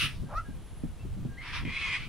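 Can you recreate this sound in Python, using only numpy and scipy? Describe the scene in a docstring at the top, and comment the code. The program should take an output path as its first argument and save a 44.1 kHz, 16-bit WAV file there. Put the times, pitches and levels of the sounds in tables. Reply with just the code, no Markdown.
"""Bush stone-curlews call close by on an open lawn. First a hiss of puffed air dies away, then a rough
croak clears into a whistle made of overtones. Later a chirp, a moving tone that grows unsteady, opens
a second hiss. Last comes a long rasp: uneven puffs with ringing voiced strands, after a stuttering start.
Throughout, noise makes the air and breeze, and a narrow noise band the faint insects; low swings
thump at the microphone and pure notes whistle far off. Trees and houses answer with delayed copies."""
import sys
import numpy as np
from scipy import signal
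from scipy.fft import rfft, irfft, next_fast_len
from scipy.io import wavfile
from scipy.ndimage import map_coordinates

SR = 44100
rng = np.random.default_rng(int(sys.argv[2]) if len(sys.argv) > 2 else 0)


def wav_out(sig):
    """Save sig, one row per channel (or a flat mono array), as 16-bit PCM at SR to the path in sys.argv[1]."""
    wavfile.write(sys.argv[1], SR, np.round(np.clip(np.atleast_2d(sig).T, -1, 1) * 32767).astype(np.int16))


N = 92036  # length in samples


def amp(db):
    """Turns decibels into a gain."""
    return 10 ** (np.asarray(db) / 20)


def unit(x):
    """Scales a sound to an average (rms) strength of 1."""
    return x / np.sqrt(np.mean(x ** 2) + 1e-20)


def along(points, hz):
    """Reads a table of (pitch_hz, value) between its points, on a log pitch axis."""
    f, v = np.transpose(points)
    return np.interp(np.log(hz + 1), np.log(f + 1), v)


def curves(rows):
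    """Gives one smooth-running curve for each table column after the time."""
    s, *cols = np.transpose(rows)
    return [np.interp(np.arange(N) / SR, s, c) for c in cols]


def during(rows):
    """True from the first row's time to the last row's."""
    t = np.arange(N) / SR
    return (t >= rows[0][0]) & (t <= rows[-1][0])


def wobble(rate):
    """A smooth random curve through so many random points a second."""
    return map_coordinates(rng.standard_normal(N // 8), [np.arange(N) * rate / SR], mode="wrap")


def filtered(x, response):
    """Reshapes a sound by a gain that depends on frequency."""
    m = next_fast_len(N + SR // 2)
    gain = response(np.fft.rfftfreq(m, 1 / SR))
    return irfft(rfft(x, m) * gain, m)[..., :N]


def spread(pair, alike):
    """Mixes two unrelated sounds into left and right with a given likeness, at rms 1."""
    def turn(hz):
        return np.arccos(np.clip(along(alike, hz), -1, 1)) / 2
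    mid, side = filtered(pair, lambda hz: np.array([np.cos(turn(hz)), np.sin(turn(hz))]))
    return unit(np.array([mid + side, mid - side]))


def rush(colour, alike, gate=1):
    """Rushing air: stereo noise, shaped in time by the gate and then coloured."""
    noise = gate * rng.standard_normal((2, N))
    coloured = filtered(noise, lambda hz: amp(along(colour, hz)))
    return spread(coloured, alike)


def resonance(f, hz, width):
    """The response of something that rings at one pitch."""
    return 1j * f * width / (hz * hz - f * f + 1j * f * width)


def tone(hz, overtones):
    """Sine waves at whole multiples of a moving pitch."""
    phase = 2 * np.pi * np.cumsum(hz) / SR
    return np.sqrt(2) * sum(amp(db) * np.sin(round(k) * phase) for k, db in overtones)


# colour of the outdoor air: pitch_hz, relative_level_db
AIR_COLOUR = [(60, -36), (250, 1.5), (500, -5), (1000, -8), (2000, -14), (3200, -14), (5000, -21),
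              (9500, -22), (11500, -28.5), (15000, -37)]
# how alike the air is at left and right: pitch_hz, likeness (1 = same)
AIR_LIKENESS = [(60, 0.23), (400, 1), (1650, 0.94), (4970, 0.65), (15000, 0.32)]
# the insects' loudness: time_s, level_db
INSECT_LEVELS = [(.45, -70), (.8, -64.5), (1.05, -76)]
AIR_DB, INSECT_HZ = -57, 10150


def surroundings():
    """Steady noise for the outdoor air and a thin, ringing noise band for insects."""
    db, = curves(INSECT_LEVELS)
    noise = rng.standard_normal((2, N))
    shrill = unit(filtered(noise, lambda f: resonance(f, INSECT_HZ, 1000) ** 2))
    air = amp(AIR_DB) * rush(AIR_COLOUR, AIR_LIKENESS)
    return air + amp(db + 1.3 * wobble(25.0)) * shrill


# how alike the low rumbles are at left and right: pitch_hz, likeness (1 = same)
BASS_LIKENESS = [(30, 0.22), (400, 0.54)]
# the breeze's loudness: time_s, level_db
BREEZE_LEVELS = [(0, -34.5), (.12, -36.5), (.3, -42.5), (.42, -44), (.59, -39), (.68, -48), (.85, -37),
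                 (1.26, -38), (1.35, -44.5), (1.49, -43), (1.58, -36.5), (1.85, -44), (2.08, -36)]
# colour of the breeze: pitch_hz, relative_level_db
BREEZE_COLOUR = [(14, -8), (28, 3.5), (50, -1.5), (110, -5), (180, -14), (420, -34), (900, -58)]


def breeze(lumpy_db=2.5):
    """Moving air buffets the two microphone ports as lumpy, low noise."""
    db, = curves(BREEZE_LEVELS)
    lumps = amp(lumpy_db * wobble(30.31))
    return amp(db) * unit(lumps * rush(BREEZE_COLOUR, BASS_LIKENESS))


# soft thumps at the microphone: start_s, level_db, pitch_hz, decay_s
THUMPS = [(0.028, -31.5, 134.5, 0.042), (0.219, -28, 138.9, 0.042), (0.356, -21, 32.5, 0.029),
          (.485, -30.5, 184.7, 0.023), (0.585, -34.5, 129, 0.0083), (0.836, -23, 236, 0.015),
          (1.051, -31, 152.7, 0.018), (1.165, -37, 179.5, 0.1), (1.25, -30.5, 240, 0.023),
          (1.625, -29, 149, 0.02), (1.65, -28, 205.8, 0.023), (1.676, -35.5, 176, 0.028)]
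# colour of their scuff: pitch_hz, relative_level_db
SCUFF_COLOUR = [(40, -12.5), (130, 6.5), (260, 1), (420, -14.5), (700, -25), (2000, -56)]
SCUFF_DB, SCUFF_PITCH_HZ = -3.5, 169  # thumps below this pitch scuff less
RISE_CYCLES = 0.4  # swings taken to reach full strength


def thumps():
    """Each thump is a few low swings that die away, with a dull scuff of noise."""
    t, out = np.arange(N) / SR, np.zeros((2, N))
    scuff = amp(SCUFF_DB) * rush(SCUFF_COLOUR, BASS_LIKENESS)
    turns = rng.normal(0, 1.1, (len(THUMPS), 2, 1))  # each side starts at its own point of the swing
    for (s, db, hz, decay), turn in zip(THUMPS, turns):
        age, rise = np.maximum(t - s, 0), RISE_CYCLES / hz
        swell = np.sin(np.pi / 2 * np.minimum(age / rise, 1)) ** 2
        fade = np.exp(-np.maximum(age - rise, 0) / decay)
        swing = 0.54 * np.sin(2 * np.pi * hz * age + turn)
        out += amp(db) * swell * fade * (swing + scuff * min(hz / SCUFF_PITCH_HZ, 1) ** 2)
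    return out


# how long the tail rings: pitch_hz, time_to_fall_60_db_s
LAWN_FADE = [(1200, 0.14), (2500, 0.17), (5000, 0.6), (12000, 0.42)]
ECHO_DELAY_S = .025


def echo(x):
    """Trees and houses send back a thin, late tail: noise that fades at its own pace at each pitch."""
    hz, t, z = signal.stft(rng.standard_normal((2, N)), SR, nperseg=256)
    fade = amp(-60 * t / along(LAWN_FADE, hz)[:, None])
    tail = signal.istft(z * fade, SR, nperseg=256)[1][:, :N]
    tail = spread(tail, [(3000, 0.91), (7000, 0.6)]) / np.sqrt(N)
    late = np.pad(x, (int(abs(ECHO_DELAY_S) * SR), 0))
    return signal.fftconvolve(late[None], tail, axes=1)[:, :N]


# reflections from hard surfaces: delay_s, level_db
WALLS = [(.0074, -12), (.07, -26.5)]


def walls(x):
    """Hard surfaces return single delayed copies."""
    return filtered(x, lambda f: sum(amp(db) * np.exp(-2j * np.pi * f * s) for s, db in WALLS))


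def near_walls(x, count=8, longest_s=.024):
    """The path, the awning and the house return a few weak early copies."""
    delays = rng.uniform(.1, 1, (count, 1, 1)) * longest_s
    delays = delays + rng.normal(0, .00005, (count, 2, 1))  # slightly different at each side
    return filtered(x, lambda f: np.exp(-2j * np.pi * f * delays).sum(0) / np.sqrt(count))


WAVER_RATE = 380  # random pitch points a second
# distant whistles: start_s, length_s, pitch_hz, glide_hz, level_db
FAR_WHISTLES = [(0.25, 0.045, 1590, -19.5, -63.5), (0.442, 0.049, 1652, -20, -55.5),
                (0.49, 0.053, 1615, -35, -63), (0.987, 0.045, 2640, 61, -59.5),
                (1.273, 0.13, 1616, -15, -60)]
# thin squeals in the near calls: start_s, length_s, pitch_hz, glide_hz, level_db
SQUEALS = [(0, .06, 2800, -24, -36), (1.725, 0.087, 4015, -26, -51), (1.85, .04, 6640, -28, -59)]


def whistles(rows, waver_hz):
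    """Pure, gently gliding notes that swell and fade."""
    t, out = np.arange(N) / SR, np.zeros(N)
    for s, length, hz, glide, db in rows:
        progress = np.clip((t - s) / length, 0, 1)
        swell = np.abs(np.sin(np.pi * progress)) ** 0.76
        out += swell * tone(hz + glide * progress + waver_hz * wobble(WAVER_RATE), [(1, db)])
    return out


# the chirp that opens the second hiss: time_s, pitch_hz (of the lowest note, not sounded), level_db
CHIRP = [(1.368, 913, -64.5), (1.378, 963, -51), (1.384, 1031, -46.5), (1.396, 1067, -47.5),
         (1.41, 1041, -46.5), (1.5, 1017, -64)]
# its overtones: multiple_of_pitch, level_db
CHIRP_OVERTONES = [(2, 1.5), (3, -21), (4, -18.5)]
CHIRP_FRAYS_PER_S = 0.534  # growth of the pitch unsteadiness, as a share of the pitch


def chirp():
    """A thin note rises, sinks a little and grows ever less steady as it melts into the hiss."""
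    hz, db = curves(CHIRP)
    age = during(CHIRP) * (np.arange(N) / SR - CHIRP[0][0])
    unsteady_hz = hz * (1 + CHIRP_FRAYS_PER_S * age * wobble(WAVER_RATE))
    return during(CHIRP) * amp(db) * tone(unsteady_hz, CHIRP_OVERTONES)


FLAPS_HZ, FLAP_SCATTER = 223.4, .2  # typical flap rate; unevenness of the gaps
PUFF_DECAY_S, PUFF_SIZE_DB = 0.0049, 2  # fade of a puff; spread of puff sizes


def flutter(leak):
    """The bird's voice organ flaps unevenly; each flap adds a short puff to the steady leak of air."""
    count = 1200
    chance = rng.standard_normal((count, 2))
    gaps = np.exp(FLAP_SCATTER * chance[:, 0])
    at = (np.cumsum(gaps) * SR / FLAPS_HZ).astype(int)
    flaps = np.bincount(at, amp(PUFF_SIZE_DB * chance[:, 1]), N)[:N]
    puffs = signal.lfilter([1], [1, -np.exp(-1 / (SR * PUFF_DECAY_S))], flaps)
    return leak + unit(puffs)


RASP_LEAK, HISS_LEAK = 0.84, 2.1  # steady air against puffs of rms 1
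# how alike the throat's air is at left and right: pitch_hz, likeness (1 = same)
THROAT_LIKENESS = [(900, 1), (2200, 0.86), (4000, 0.35), (7000, 0.23), (14000, 0.78)]
# the short call: time_s, pitch_hz (of the lowest note), level_db, roughness (0-1)
CALL = [(.27, 520.1, -68, 0.73), (.312, 581.6, -47.5, 0.52), (.342, 592, -46, 0.52), (.353, 610, -36, 0.03),
        (.368, 630, -31, 0), (.379, 648.6, -29, 0.04), (.389, 712.4, -35.5, 0), (.402, 645, -38.5, 0),
        (.412, 700, -45.5, 0.06), (.43, 634, -60.5, 0)]
# overtones of its whistle: multiple_of_pitch, level_db
CALL_OVERTONES = [(2, -1.5), (3, -22.5), (4, -27.5), (7, -43), (9, -35)]
# colour of its croak: pitch_hz, relative_level_db
CROAK_COLOUR = [(350, -59.5), (560, -1.5), (1300, -4.5), (1700, -14), (3000, -31), (8000, -57)]
CROAK_DB, CALL_AIR_DB = 0.5, -27.5
LOW_NOTE_DB = 8.5  # before the roughness scales it


def short_call():
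    """A rough croak clears into a slightly airy whistle, mainly on its second harmonic."""
    hz, db, rough = curves(CALL)
    rough = np.clip(rough, 0, 1)
    hz = hz * (1 + (0.011 + 0.0792 * rough) * wobble(420))  # rough voice has a less steady pitch
    voice = tone(hz, CALL_OVERTONES) + rough * tone(hz, [(1, LOW_NOTE_DB)])
    croak = amp(CROAK_DB) * rush(CROAK_COLOUR, THROAT_LIKENESS, flutter(RASP_LEAK))
    air_colour = [(1500, -23), (4000, 1), (5600, -3), (7000, -16)]
    air = amp(CALL_AIR_DB) * rush(air_colour, THROAT_LIKENESS)
    return during(CALL) * amp(db) * (np.sqrt(1 - rough) * voice + 2 * rough * croak + air)


def stretched(pair, scale):
    """Reads a sound faster or slower, which slides its resonances up or down."""
    return np.array([map_coordinates(c, [np.cumsum(scale)], order=5, mode="wrap") for c in pair])


def above_usual(effort):
    """How far the effort stands above its strong level (75th percentile), in dB."""
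    db = curves(effort)[0]
    return db - np.percentile(db[during(effort)], 75)


TREBLE_HZ, BRIGHTENS = 3920, 0.2  # treble starts around here; its extra dB per dB of effort


def brightened(x, effort):
    """The treble swells more than the rest as the bird pushes harder."""
    treble = filtered(x, lambda f: f ** 8 / (f ** 8 + TREBLE_HZ ** 8))
    return x + treble * (amp(BRIGHTENS * np.maximum(above_usual(effort), -10)) - 1)


# effort in each hiss: time_s, level_db
FIRST_HISS = [(0, -26), (.015, -29), (.045, -30), (.062, -32.5), (.085, -42.5), (.11, -49.5), (.18, -65)]
SECOND_HISS = [(1.40, -62), (1.425, -48.5), (1.478, -41), (1.518, -43), (1.54, -37.5), (1.572, -35.5),
               (1.595, -41.5), (1.615, -47), (1.64, -51.5)]
# colour of the open throat in each: pitch_hz, relative_level_db
FIRST_THROAT = [(300, -60), (850, -31), (1240, -9), (1600, -11.5), (2350, -5), (2850, 0), (3350, -6.5),
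                (4250, -11.5), (4700, -16.5), (5600, -16.5), (7800, -31.5), (9900, -15.5), (11800, -31)]
SECOND_THROAT = [(300, -23), (780, -20), (980, -3), (1650, -2.5), (2400, 0.5), (3150, -5), (3500, -5.5),
                 (4200, -12.5), (5400, -13), (7200, -34.5), (10500, -26), (12500, -49)]
SAG_PER_DB = .007  # share by which the resonances sink per dB of lost effort


def hiss(effort, throat):
    """Puffs of air pass the open throat, whose resonances sink as the effort fades."""
    db, = curves(effort)
    scale = 1 + SAG_PER_DB * np.maximum(above_usual(effort), -20)
    air = stretched(rush(throat, THROAT_LIKENESS, flutter(HISS_LEAK)), scale)
    return during(effort) * amp(db) * brightened(air, effort)


# effort in the rasp: time_s, level_db, resonance_scale (1 = as listed)
RASP = [(1.648, -44, 0.97), (1.702, -39, 0.97), (1.757, -35, 1.01), (1.801, -34, 1.044),
        (1.916, -32.5, 0.98), (1.942, -28.5, 0.96), (1.966, -34.5, 0.98), (1.986, -41, 1.03),
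        (2.087, -51.5, 1.11)]
# colour of the throat in the rasp: pitch_hz, relative_level_db
RASP_THROAT = [(780, -31.5), (1080, -12.5), (1450, -20), (1900, -13.5), (2150, -3.5), (2650, -13.5),
               (3000, -12), (3350, -17), (3800, -19), (5200, -25), (7000, -36), (9500, -35.5), (12500, -63)]
# voiced strands that ring in it: pitch_hz (before resonance_scale), waver_hz, relative_level_db
RASP_RINGS = [(2142, 32, -2.5), (2473, 74.6, 0.5), (3300, 80, -8)]
STRAND_TOP_HZ = 4550  # the strands fade away above this pitch
RING_DB, RING_GROWS = -2.5, 0.78  # strands against air at middling effort; dB gained per dB of effort
BILL_OPENS_S, SHUT_RING_DB = 0.24, 10.5  # the strands stand out while the bill is still opening
STUTTER_HZ, STUTTER_S = 90.5, 0.038  # slow, separate flaps at the start


def rasp():
    """Puffed air and rough voiced strands start with a stutter; harder pushing brings out the strands."""
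    db, scale = curves(RASP)
    puffs, age = flutter(RASP_LEAK), np.arange(N) / SR - RASP[0][0]
    strands = sum(tone(hz * scale + waver * wobble(WAVER_RATE), [(1, level)])
                  for hz, waver, level in RASP_RINGS)
    ring = filtered(unit(puffs * strands), lambda f: 1 / (1 + (f / STRAND_TOP_HZ) ** 6))
    shut = np.clip(1 - age / BILL_OPENS_S, 0, 1)
    push_db = db - np.median(db[during(RASP)])
    share = amp(RING_DB + SHUT_RING_DB * shut + RING_GROWS * push_db)
    air = stretched(rush(RASP_THROAT, THROAT_LIKENESS, puffs), scale)
    voice = (air + share * ring) / np.hypot(1, share)
    stutter = 1 - np.clip(1 - age / STUTTER_S, 0, 1) * np.cos(2 * np.pi * STUTTER_HZ * age)
    return during(RASP) * amp(db) * stutter * brightened(voice, RASP)


RIGHT_LEADS_S = .000018  # near calls reach the right side first
NEAR_WALLS_DB, ECHO_DB, FAR_ECHO_DB = -8.5, -14, -4


def scene():
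    """Near birds just off centre, far birds, and the lawn around them."""
    hisses = hiss(FIRST_HISS, FIRST_THROAT) + hiss(SECOND_HISS, SECOND_THROAT)
    near = hisses + short_call() + chirp() + rasp() + whistles(SQUEALS, waver_hz=27.4)
    sides = np.array([[-1], [1]])
    direct = filtered(near, lambda f: np.exp(1j * np.pi * f * RIGHT_LEADS_S * sides))
    far = whistles(FAR_WHISTLES, waver_hz=3)
    centre = near.mean(0)
    early = walls(near) + amp(NEAR_WALLS_DB) * near_walls(centre)
    late = echo(amp(ECHO_DB) * centre + amp(FAR_ECHO_DB) * far)
    return direct + far + early + late + thumps() + breeze() + surroundings()


TOP_HZ = 15750


def record(dry):
    """The microphone's sound keeps nothing above its top frequency."""
    return filtered(dry, lambda hz: hz < TOP_HZ)


dry = scene()
out = record(dry)
wav_out(out)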